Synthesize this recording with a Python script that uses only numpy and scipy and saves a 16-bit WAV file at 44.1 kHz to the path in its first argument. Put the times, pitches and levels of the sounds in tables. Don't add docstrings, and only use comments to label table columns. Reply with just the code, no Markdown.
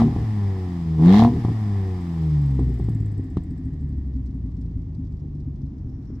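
import sys
import numpy as np
from scipy import signal
from scipy.fft import rfft, irfft
from scipy.io import wavfile
from scipy.ndimage import uniform_filter1d

SR = 44100
rng = np.random.default_rng(int(sys.argv[2]) if len(sys.argv) > 2 else 0)


def store_wav(level_fs):
    pcm = np.round(np.clip(np.atleast_2d(level_fs), -1, 1) * 32767)
    wavfile.write(sys.argv[1], SR, pcm.T.astype(np.int16))


N = 273420
TIME = np.arange(N) / SR


def from_db(db):
    return 10 ** (np.asarray(db) / 20)


def summed_db(*gains):
    return 10 * np.log10(sum(g ** 2 for g in gains))


def rms_one(x):
    return x / np.sqrt(np.mean(x ** 2) + 1e-20)


def in_time(rows):
    s, *columns = np.transpose(rows)
    return [np.interp(TIME, s, c) for c in columns]


def at_hz(points, hz):
    point_hz, value = np.array(points).T[:2]
    return np.interp(np.log(hz + 1e-3), np.log(point_hz), value)


def butter(x, hz, kind, order=2):
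    return signal.sosfilt(signal.butter(order, hz, kind, fs=SR, output="sos"), x)


def drift(hz):
    return rms_one(butter(rng.standard_normal(N + SR), hz, "low")[SR:])


def evened(x, seconds):
    power = np.mean(np.atleast_2d(x) ** 2, axis=0)
    running = np.abs(uniform_filter1d(power, int(seconds * SR)))
    return x / np.sqrt(running + 1e-6 * power.mean())


# freq_hz, likeness_0_to_1
STEREO_LIKENESS = [(100, 1), (500, 0.86), (1000, 0.12), (2000, 0.37), (4000, 0.28), (8000, 0.051),
                   (12000, .1)]


def noise(spectrum):
    hz = np.arange(N // 2 + 1) * SR / N
    low_hz, high_hz = spectrum[0][0], spectrum[-1][0]
    skirts = 1 / (1 + (hz / high_hz) ** 12) / (1 + (low_hz / (hz + 1)) ** 4)
    mid, side = rfft(rng.standard_normal((2, N))) * from_db(at_hz(spectrum, hz)) * skirts
    alike = np.clip(at_hz(STEREO_LIKENESS, hz), 0, 1)
    mid = irfft(np.sqrt(1 + alike) * mid, N)
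    side = irfft(np.sqrt(1 - alike) * side, N)
    return (mid + side * [[1], [-1]]) / np.std(mid)


def resonate(x, modes, alternate=True):
    out = 0
    for k, (hz, width_hz, db) in enumerate(modes):
        r = np.exp(-np.pi * width_hz / SR)
        sign = (-1) ** k if alternate else 1
        poles = [1, -2 * r * np.cos(2 * np.pi * hz / SR), r * r]
        ring = signal.lfilter([1, 0, -1], poles, x + 1e-18)
        out = out + sign * from_db(db) * (1 - r * r) / 2 * ring
    return out


def disperse(x, hz, width_hz, count=5):
    r = np.exp(-np.pi * width_hz / SR)
    a = [1, -2 * r * np.cos(2 * np.pi * hz / SR), r * r]
    return signal.sosfilt([a[::-1] + a] * count, x)


def clicks(seconds, sizes):
    out = np.zeros(N)
    out[np.clip(np.round(seconds * SR).astype(int), 0, N - 1)] = sizes
    return out


def play(seconds, db, shape):
    return signal.fftconvolve(clicks(seconds, from_db(db)), shape / np.abs(shape).max())[:N]


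def envelope(start_s, attack_s, hold_s, release_s, curve=1):
    age = TIME - start_s
    rise = np.clip(age / attack_s, 0, 1) ** curve
    return rise * np.exp(-np.maximum(age - attack_s - hold_s, 0) / release_s)


# freq_hz, density_db_per_hz
OUTDOOR_SPECTRUM = [(15, -5.5), (35, -5), (100, 0.5), (300, -8), (520, -31.5), (800, -34), (1100, -39),
                    (1500, -52.5), (4000, -57.5), (6500, -57.5), (9000, -78), (16000, -71)]


def outdoor_air():
    return from_db(-37.5) * noise(OUTDOOR_SPECTRUM)


# time_s, relative_level_db
RUSTLE_LEVEL = [(5.5, -100), (5.78, -83), (5.95, -82.5), (6.08, -80), (6.2, -74.5)]
# freq_hz, density_db_per_hz
RUSTLE_SPECTRUM = [(1000, -2.5), (1500, -8), (2300, -2), (3500, -28.5), (4800, -10.5), (5500, 8.5),
                   (6300, -12.5), (8000, -33)]
# freq_hz, density_db_per_hz
SWISH_SPECTRUM = [(450, 1), (800, -4.5), (1400, -4.5), (2400, -11.5)]
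FLUTTER_HZ, FLUTTER_DB = 16, 4


def clothing():
    level_db, = in_time(RUSTLE_LEVEL)
    flutter_db = FLUTTER_DB * np.sin(2 * np.pi * FLUTTER_HZ * TIME + drift(5)) + 3 * drift(25)
    rustle = from_db(level_db - 1 + flutter_db) * noise(RUSTLE_SPECTRUM)
    swish = from_db(level_db + 7.5) * noise(SWISH_SPECTRUM)
    return rustle + swish


def ticks(rows, band, length_s, gain_db):
    s, db = np.transpose(rows)[:2]
    age = TIME[:SR // 10] / length_s
    return play(s, db + gain_db, age * np.exp(-age)) * noise(band)


SHUFFLE_FROM_S, SHUFFLE_DB = 2.9, -65.5


def shuffling(spread_db, count=18):
    when, size = rng.random((count, 2)).T
    s = SHUFFLE_FROM_S + (TIME[-1] - SHUFFLE_FROM_S) * (np.arange(count) + when) / count
    return np.column_stack([s, SHUFFLE_DB + spread_db * (2 * size - 1)])


RATTLE_PEAK_S, RATTLE_DB, RATTLE_RISE_DB_PER_S, RATTLE_FALL_DB_PER_S = 2.8395, -58, 11.5, 12


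def rattle(phase, spread_db):
    turns = (phase - np.interp(RATTLE_PEAK_S, TIME, phase)) / 3
    s = TIME[np.flatnonzero(np.diff(np.floor(turns)) > 0)]
    late_s = s - RATTLE_PEAK_S
    db = RATTLE_DB - np.maximum(-RATTLE_RISE_DB_PER_S * late_s, RATTLE_FALL_DB_PER_S * late_s)
    return np.column_stack([s, db + spread_db * np.resize(rng.standard_normal(size=200), len(s))])


# start_s, relative_level_db
CLEAR_SCUFFS = [(3.5721, -62), (4.1593, -61.5), (4.257, -60.5), (4.4587, -66), (4.5653, -62),
                (4.6113, -59.5), (4.9444, -62), (5.066, -67), (5.119, -62), (5.3981, -62), (5.6601, -66),
                (6.0505, -63)]
# freq_hz, density_db_per_hz
RATTLE_SPECTRUM = [(3000, -20), (4900, -4.5), (6500, -18.5), (7800, 3), (9500, -22), (11800, -8.5),
                   (13800, -21.5), (15500, -12.5)]
# freq_hz, density_db_per_hz
SCUFF_SPECTRUM = [(2000, -35), (3700, 0.5), (5400, 3.5), (7000, -9), (10000, -18.5)]


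def loose_parts(phase):
    knocks = rattle(phase, spread_db=2.0)
    scuffs = np.vstack([CLEAR_SCUFFS, shuffling(spread_db=1, count=26)])
    out = ticks(knocks, RATTLE_SPECTRUM, length_s=.003, gain_db=-3.5)
    out = out + ticks(knocks, RATTLE_SPECTRUM, length_s=.012, gain_db=-15.5)
    out = out + ticks(scuffs, SCUFF_SPECTRUM, length_s=.005, gain_db=-9)
    return out + ticks(scuffs, RATTLE_SPECTRUM, length_s=.0015, gain_db=-15.5)


# freq_hz, density_db_per_hz
WHIRR_SPECTRUM = [(1400, -24), (1750, 3), (1950, -1), (2200, -10), (2700, -22)]


def engine_bay_whirr(level_db):
    return from_db(level_db - 1.5) * noise(WHIRR_SPECTRUM)


# start_s, strength_db
THROTTLE_BLIPS = [(-.275, -2.5), (0.952, 0)]


def blips(attack_s, hold_s, release_s, curve):
    return sum(from_db(db) * envelope(s, attack_s, hold_s, release_s, curve) for s, db in THROTTLE_BLIPS)


# speed_firings_per_s, rasp_relative_db, hiss_relative_db, whirr_relative_db
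COASTING_LEVELS = [(23, -73, -81, -85), (28, -78, -77.5, -81), (39, -63, -74, -69.5), (58, -54.5, -64, -64),
                   (76, -51.5, -58.5, -70.5), (96.4, -45.5, -57.5, -56.5), (121, -44.5, -55, -58.5)]


def gas_flow(speed):
    speeds, *columns = np.transpose(COASTING_LEVELS)
    rasp_db, hiss_db, whirr_db = [np.interp(speed, speeds, c) for c in columns]
    bark = from_db(-27.5) * blips(attack_s=.16, hold_s=0.13, release_s=0.025, curve=1.35)
    jet = from_db(-37.0) * blips(attack_s=0.21, hold_s=.04, release_s=0.037, curve=1.85)
    return summed_db(from_db(rasp_db), bark), summed_db(from_db(hiss_db), jet), whirr_db


# freq_hz, density_db_per_hz
HISS_SPECTRUM = [(500, -32.5), (750, 1), (1150, 7.5), (1500, -3), (1900, 4.5), (2600, -4.5), (3600, -3),
                 (4300, -7.5), (4900, -2.5), (6300, -12.5), (8000, -12.5), (9700, -20), (12000, -18),
                 (14000, -26), (16000, -21.5)]
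# freq_hz, density_db_per_hz
BARK_SPECTRUM = [(700, -21.5), (1250, -12.5), (1500, -11), (1880, 4), (2500, -11.5), (3100, -6.5),
                 (3700, -3), (4600, -10.5), (5100, -12), (7000, -21), (9700, -32), (11800, -27.5),
                 (15000, -36)]


def hiss(gate, level_db):
    throttle = np.clip((level_db + 53) / 8, 0, 1)
    rush = noise(HISS_SPECTRUM) * (0.65 + 0.079 * gate) * from_db(5.5 + 0.49 * drift(40))
    jet = noise(BARK_SPECTRUM) * gate * from_db(2.0 + 1.0 * drift(150))
    return from_db(level_db) * (np.sqrt(1 - throttle) * rush + np.sqrt(throttle) * jet)


# freq_hz, width_hz, gain_db
TAILPIPE_MODES = [(702.3, 9.3, 4), (744, 56, 2.5), (799, 69, -3.5), (920, 11, -7), (995, 15, -1),
                  (1050, 22, -14.5), (1850, 88, -26)]


def rasp(pulses, gate, level_db, turbulence):
    gas = rms_one(pulses) + turbulence * gate * noise([(300, 0.0074), (3000, 0.0017)])
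    ring = butter(resonate(gas, TAILPIPE_MODES, alternate=False), 400, "high", order=3)
    return from_db(level_db + 1.0) * evened(ring, seconds=0.051)


# freq_hz, width_hz, gain_db
PIPE_MODES = [(42, 32, -14.5), (62.8, 5.5, 4.5), (107.6, 14, -9.5), (148.4, 8.3, -4), (203, 13, -13),
              (263.4, 7.3, -7.5), (312.8, 13, -15), (380, 9.8, -15.5), (459.3, 8.1, -21)]
# start_s, thump_db, tailpipe_ring_db, crack_db
POP_EVENTS = [(.002, -26, -35, -20), (.018, -11, -18, -35), (0.081, -26, -32, -43), (0.125, -20, -35, -47),
              (.162, -11.5, -30.5, -39), (0.185, -19, -37, -40), (.992, -27, -32.5, -44),
              (1.067, -10.5, -28, -41), (1.141, -21, -14, -19), (1.171, -16, -22.5, -35),
              (1.195, -10, -12, -20), (1.222, -7, -10.5, -26), (1.248, -9, -10.5, -17),
              (1.275, -33, -22.5, -38), (1.449, -9.5, -24, -29), (1.484, -13.5, -31.5, -42),
              (2.592, -11, -31.5, -37.5), (2.798, -15.5, -37.5, -47), (2.886, -14, -37.5, -40),
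              (3.196, -19, -55, -55), (3.370, -10, -36, -28), (6.103, -24, -58, -56)]
# freq_hz, width_hz, gain_db
THUMP_MODES = [(99, 43, 10), (175, 21, 7), (267, 150, 1.5), (373, 30, -27)]


def pops(crack_s, spit, boom):
    s, thump_db, ring_db, crack_db = np.transpose(POP_EVENTS)
    t = TIME[:SR // 5]
    blow = 1. * (t == 0)
    thump = resonate(blow, THUMP_MODES, alternate=False) + boom * resonate(blow, PIPE_MODES)
    thump = butter(thump, 320, "low", order=4)
    ring = butter(resonate(blow, TAILPIPE_MODES, alternate=False), 1100, "low", order=4)
    ring = butter(ring, 440, "high", order=4)
    crack = butter(resonate(blow, [(626, 110, -0.5), (1180, 220, 1)]), 1100, "low", order=3)
    spray = spit * play(s, crack_db, np.exp(-t / crack_s)) * noise(BARK_SPECTRUM)
    return play(s - .001, thump_db, thump) + play(s, ring_db, ring) + play(s, crack_db, crack) + spray


# freq_hz, gain_db
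OVERTONE_RESPONSE = [(280, 4), (350, 5.5), (400, 9), (430, -10.5), (465, 5.5), (510, -10.5), (580, -10),
                     (660, -23.5), (715, -9), (820, -3.5), (900, -10.5), (980, -9), (1150, -11.5),
                     (1450, -37.5)]


def overtones(phase, speed, level_db, waver, count=14):
    fade = np.interp(TIME, [2.5, 3.0], [1, 0])
    wobble = phase + waver * drift(30)
    tones = 0
    for k in range(5, count + 1):
        tone = np.sin(2 * np.pi * (k * wobble + rng.random()))
        tones = tones + from_db(at_hz(OVERTONE_RESPONSE, k * speed)) * tone
    return from_db(level_db) * tones * fade


# freq_hz, gain_db
COASTING_RESPONSE = [(47, -38.5), (56, -40), (63, -23), (70, -29), (79, -29), (86, -34), (98, -24),
                     (110, -27), (122, -29.5), (134, -22), (146, -18.5), (166, -26), (187, -36.5),
                     (205, -29.5), (228, -39.5), (262, -27.5), (292, -40), (312, -32), (330, -40.5),
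                     (375, -34.5), (400, -38), (425, -49.5)]
# coasting_db, load_db at LOAD_SPEED, load_slope_db_per_octave of speed
LOW_ORDER_LEVELS = [(2.5, -31, 4), (0.5, -7.5, -11), (-9.5, -20, -26.5), (-4.5, -22, -30.5)]
ORDER_GONE_SPEED = [42, 40.6, 49.3, 49]
LOAD_SPEED, BREAK_UP_RANGE = 84.5, 13.8


def drone(phase, speed, uneven, waver_db):
    load = blips(attack_s=0.13, hold_s=0.19, release_s=0.033, curve=1.3)
    out = 0
    orders = zip(LOW_ORDER_LEVELS, ORDER_GONE_SPEED)
    for k, ((coast_db, load_db, slope_db), gone) in enumerate(orders, 1):
        fade = np.clip((speed - gone) / BREAK_UP_RANGE, 0, 1)
        response_db = at_hz(COASTING_RESPONSE, k * speed)
        coasting = fade * from_db(coast_db + response_db + waver_db * uneven ** 2 * drift(11))
        pulling = load * from_db(load_db + slope_db * np.log2(speed / LOAD_SPEED))
        out = out + np.hypot(coasting, pulling) * np.sin(2 * np.pi * k * phase)
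    return np.sqrt(2) * out


# start_s, length_s, relative_level_db, dying_time_s
UNEVEN_SPELLS = [(0.018, 0.044, -20.5, 0.057), (0.152, 0.037, -25, 0.036), (0.953, 0.34, -31, 0.027),
                 (1.282, .07, -23, .04), (1.461, .03, -28, 0.029), (2.572, 0.22, -27, 0.48)]
SMOOTH_BURBLE_DB, SMOOTH_UNEVEN, ROUGH_UNEVEN = -47.5, 0.38, 0.9


def combustion():
    spells = [(db, envelope(s, 0.02, length, dying)) for s, length, db, dying in UNEVEN_SPELLS]
    level_db = summed_db(from_db(SMOOTH_BURBLE_DB), *[from_db(db) * shape for db, shape in spells])
    rough = np.max([shape for _, shape in spells], axis=0)
    return level_db, SMOOTH_UNEVEN + (ROUGH_UNEVEN - SMOOTH_UNEVEN) * rough


CYLINDER_STRENGTH = [8, 0.5, -9.5, 5.5, 0.7, -9.5]


def firings(phase, uneven, spread_db, jitter_s, count=6):
    at = np.flatnonzero(np.diff(np.floor(phase)) > 0)
    chance = rng.standard_normal((600, 2))[:len(at)]
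    strength_db = np.resize(CYLINDER_STRENGTH, len(at)) + spread_db * chance[:, 0]
    sizes = from_db(uneven[at] * strength_db)
    s = at / SR + jitter_s * uneven[at] * chance[:, 1]
    stumble = sizes - .75 * uniform_filter1d(sizes, count)
    return clicks(s, sizes), clicks(s, stumble)


def eddying(pulses, churn):
    wake = signal.lfilter([1], [1, -np.exp(-1 / (0.0045 * SR))], pulses)
    return rms_one(pulses) + churn * rms_one(wake * rng.standard_normal(N))


def burble(pulses, level_db, churn, muffler_hz, bass_hz):
    ring = disperse(resonate(eddying(pulses, churn), PIPE_MODES), hz=298, width_hz=189)
    ring = butter(butter(ring, muffler_hz, "low", order=4), bass_hz, "high")
    return from_db(level_db) * evened(ring, seconds=0.18)


# freq_hz, width_hz, gain_db
IDLE_MODES = [(38.3, 7.6, -2), (53, 20.3, 1), (76.3, 11.3, 2.5), (101, 19.8, -4), (140.7, 18.5, -5),
              (207.5, 23, -12.5), (260.7, 15.4, -4.5), (315.7, 9, -20.5)]
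# freq_hz, gain_db
IDLE_RESPONSE = [(45, -10), (60, -3.5), (70, -1), (85, -7.5), (105, -9.5), (125, -11.5), (148, -5),
                 (170, -12), (200, -18.5)]
IDLE_STRENGTH = [1, -4, 0, -11.5, -1.5]
IDLE_FROM_S, IDLE_FADE_S, IDLE_DB, IDLE_SAG_DB_PER_S = 3.1, 0.24, -28.5, -1.37


def lope(pulses, phase, speed, churn, throb_db, muffler_hz, beat_s, hunt_db):
    ring = disperse(resonate(eddying(pulses, churn), IDLE_MODES), hz=288.9, width_hz=124.6)
    ring = evened(butter(ring, muffler_hz, "low", order=5), seconds=0.24)
    revolution = (phase - np.interp(beat_s, TIME, phase)) / 3
    hum = 0
    for k, db in enumerate(IDLE_STRENGTH, 2):
        tone = np.sin(2 * np.pi * (k * phase + rng.random()))
        hum = hum + from_db(db + at_hz(IDLE_RESPONSE, k * speed)) * tone
    throb = from_db(-2.5 + throb_db * np.cos(2 * np.pi * revolution))
    age = TIME - IDLE_FROM_S
    level_db = IDLE_DB + IDLE_SAG_DB_PER_S * age + hunt_db * drift(10)
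    level = np.clip(age / IDLE_FADE_S, 0, 1) * from_db(level_db)
    return level * (throb * ring + np.sqrt(2) * from_db(1.0) * hum)


def car_park(x, echo_db):
    dull = butter(x, 3000, "low", order=1)
    lags_s = [(.0093, .031), (.0127, .043)]
    echoes = [sum(np.interp(TIME - lag, TIME, side, left=0) for lag in pair)
              for side, pair in zip(dull, lags_s)]
    return x + from_db(echo_db) * np.array(echoes)


# time_s, firings_per_s
CRANK_SPEED = [(0, 115.3), (.14, 117), (.45, 98.9), (.91, 80.3), (1.0, 78), (1.08, 88.6), (1.17, 105.4),
               (1.24, 116.9), (1.32, 121.5), (1.52, 112), (1.73, 100.3), (2.3, 76.5), (2.6, 64.3),
               (3.0, 53.5), (3.5, 42), (4.15, 32.3), (4.7, 27.3), (5.3, 24.4), (6.2, 21.8)]


def scene():
    speed, = in_time(CRANK_SPEED)
    phase = np.cumsum(speed) / SR
    burble_db, uneven = combustion()
    rasp_db, hiss_db, whirr_db = gas_flow(speed)
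    pulses, stumble = firings(phase, uneven, spread_db=2.0, jitter_s=.0004)
    gate = rms_one(np.exp(.42 * np.cos(2 * np.pi * phase)))
    low = drone(phase, speed, uneven, waver_db=2.5)
    low = low + overtones(phase, speed, rasp_db - 1.5, waver=0.012)
    low = low + burble(stumble, burble_db, churn=0.7, muffler_hz=465, bass_hz=62.6)
    low = low + lope(stumble, phase, speed, churn=0.48, throb_db=0.7, muffler_hz=308.8,
                     beat_s=4.799, hunt_db=1.25)
    low = low + pops(crack_s=0.01, spit=0.081, boom=0.75)
    high = rasp(pulses, gate, rasp_db - 5.0, turbulence=0.76) + hiss(gate, hiss_db)
    exhaust = low * from_db([[.3], [-.3]]) + high * from_db([[-.3], [.3]])
    surroundings = outdoor_air() + clothing() + loose_parts(phase) + engine_bay_whirr(whirr_db)
    return car_park(exhaust, echo_db=-37.5) + surroundings


CUTOFF_HZ = 15800


def record(dry):
    x = butter(dry, 6.8, "high")
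    x = x / (1 + (x / .8) ** 8) ** (1 / 8)
    x = x * np.clip((TIME[-1] - TIME) / .005, 0, 1)
    return signal.sosfilt(signal.ellip(10, .1, 90, CUTOFF_HZ, fs=SR, output="sos"), x)


dry = scene()
out = record(dry)
store_wav(out)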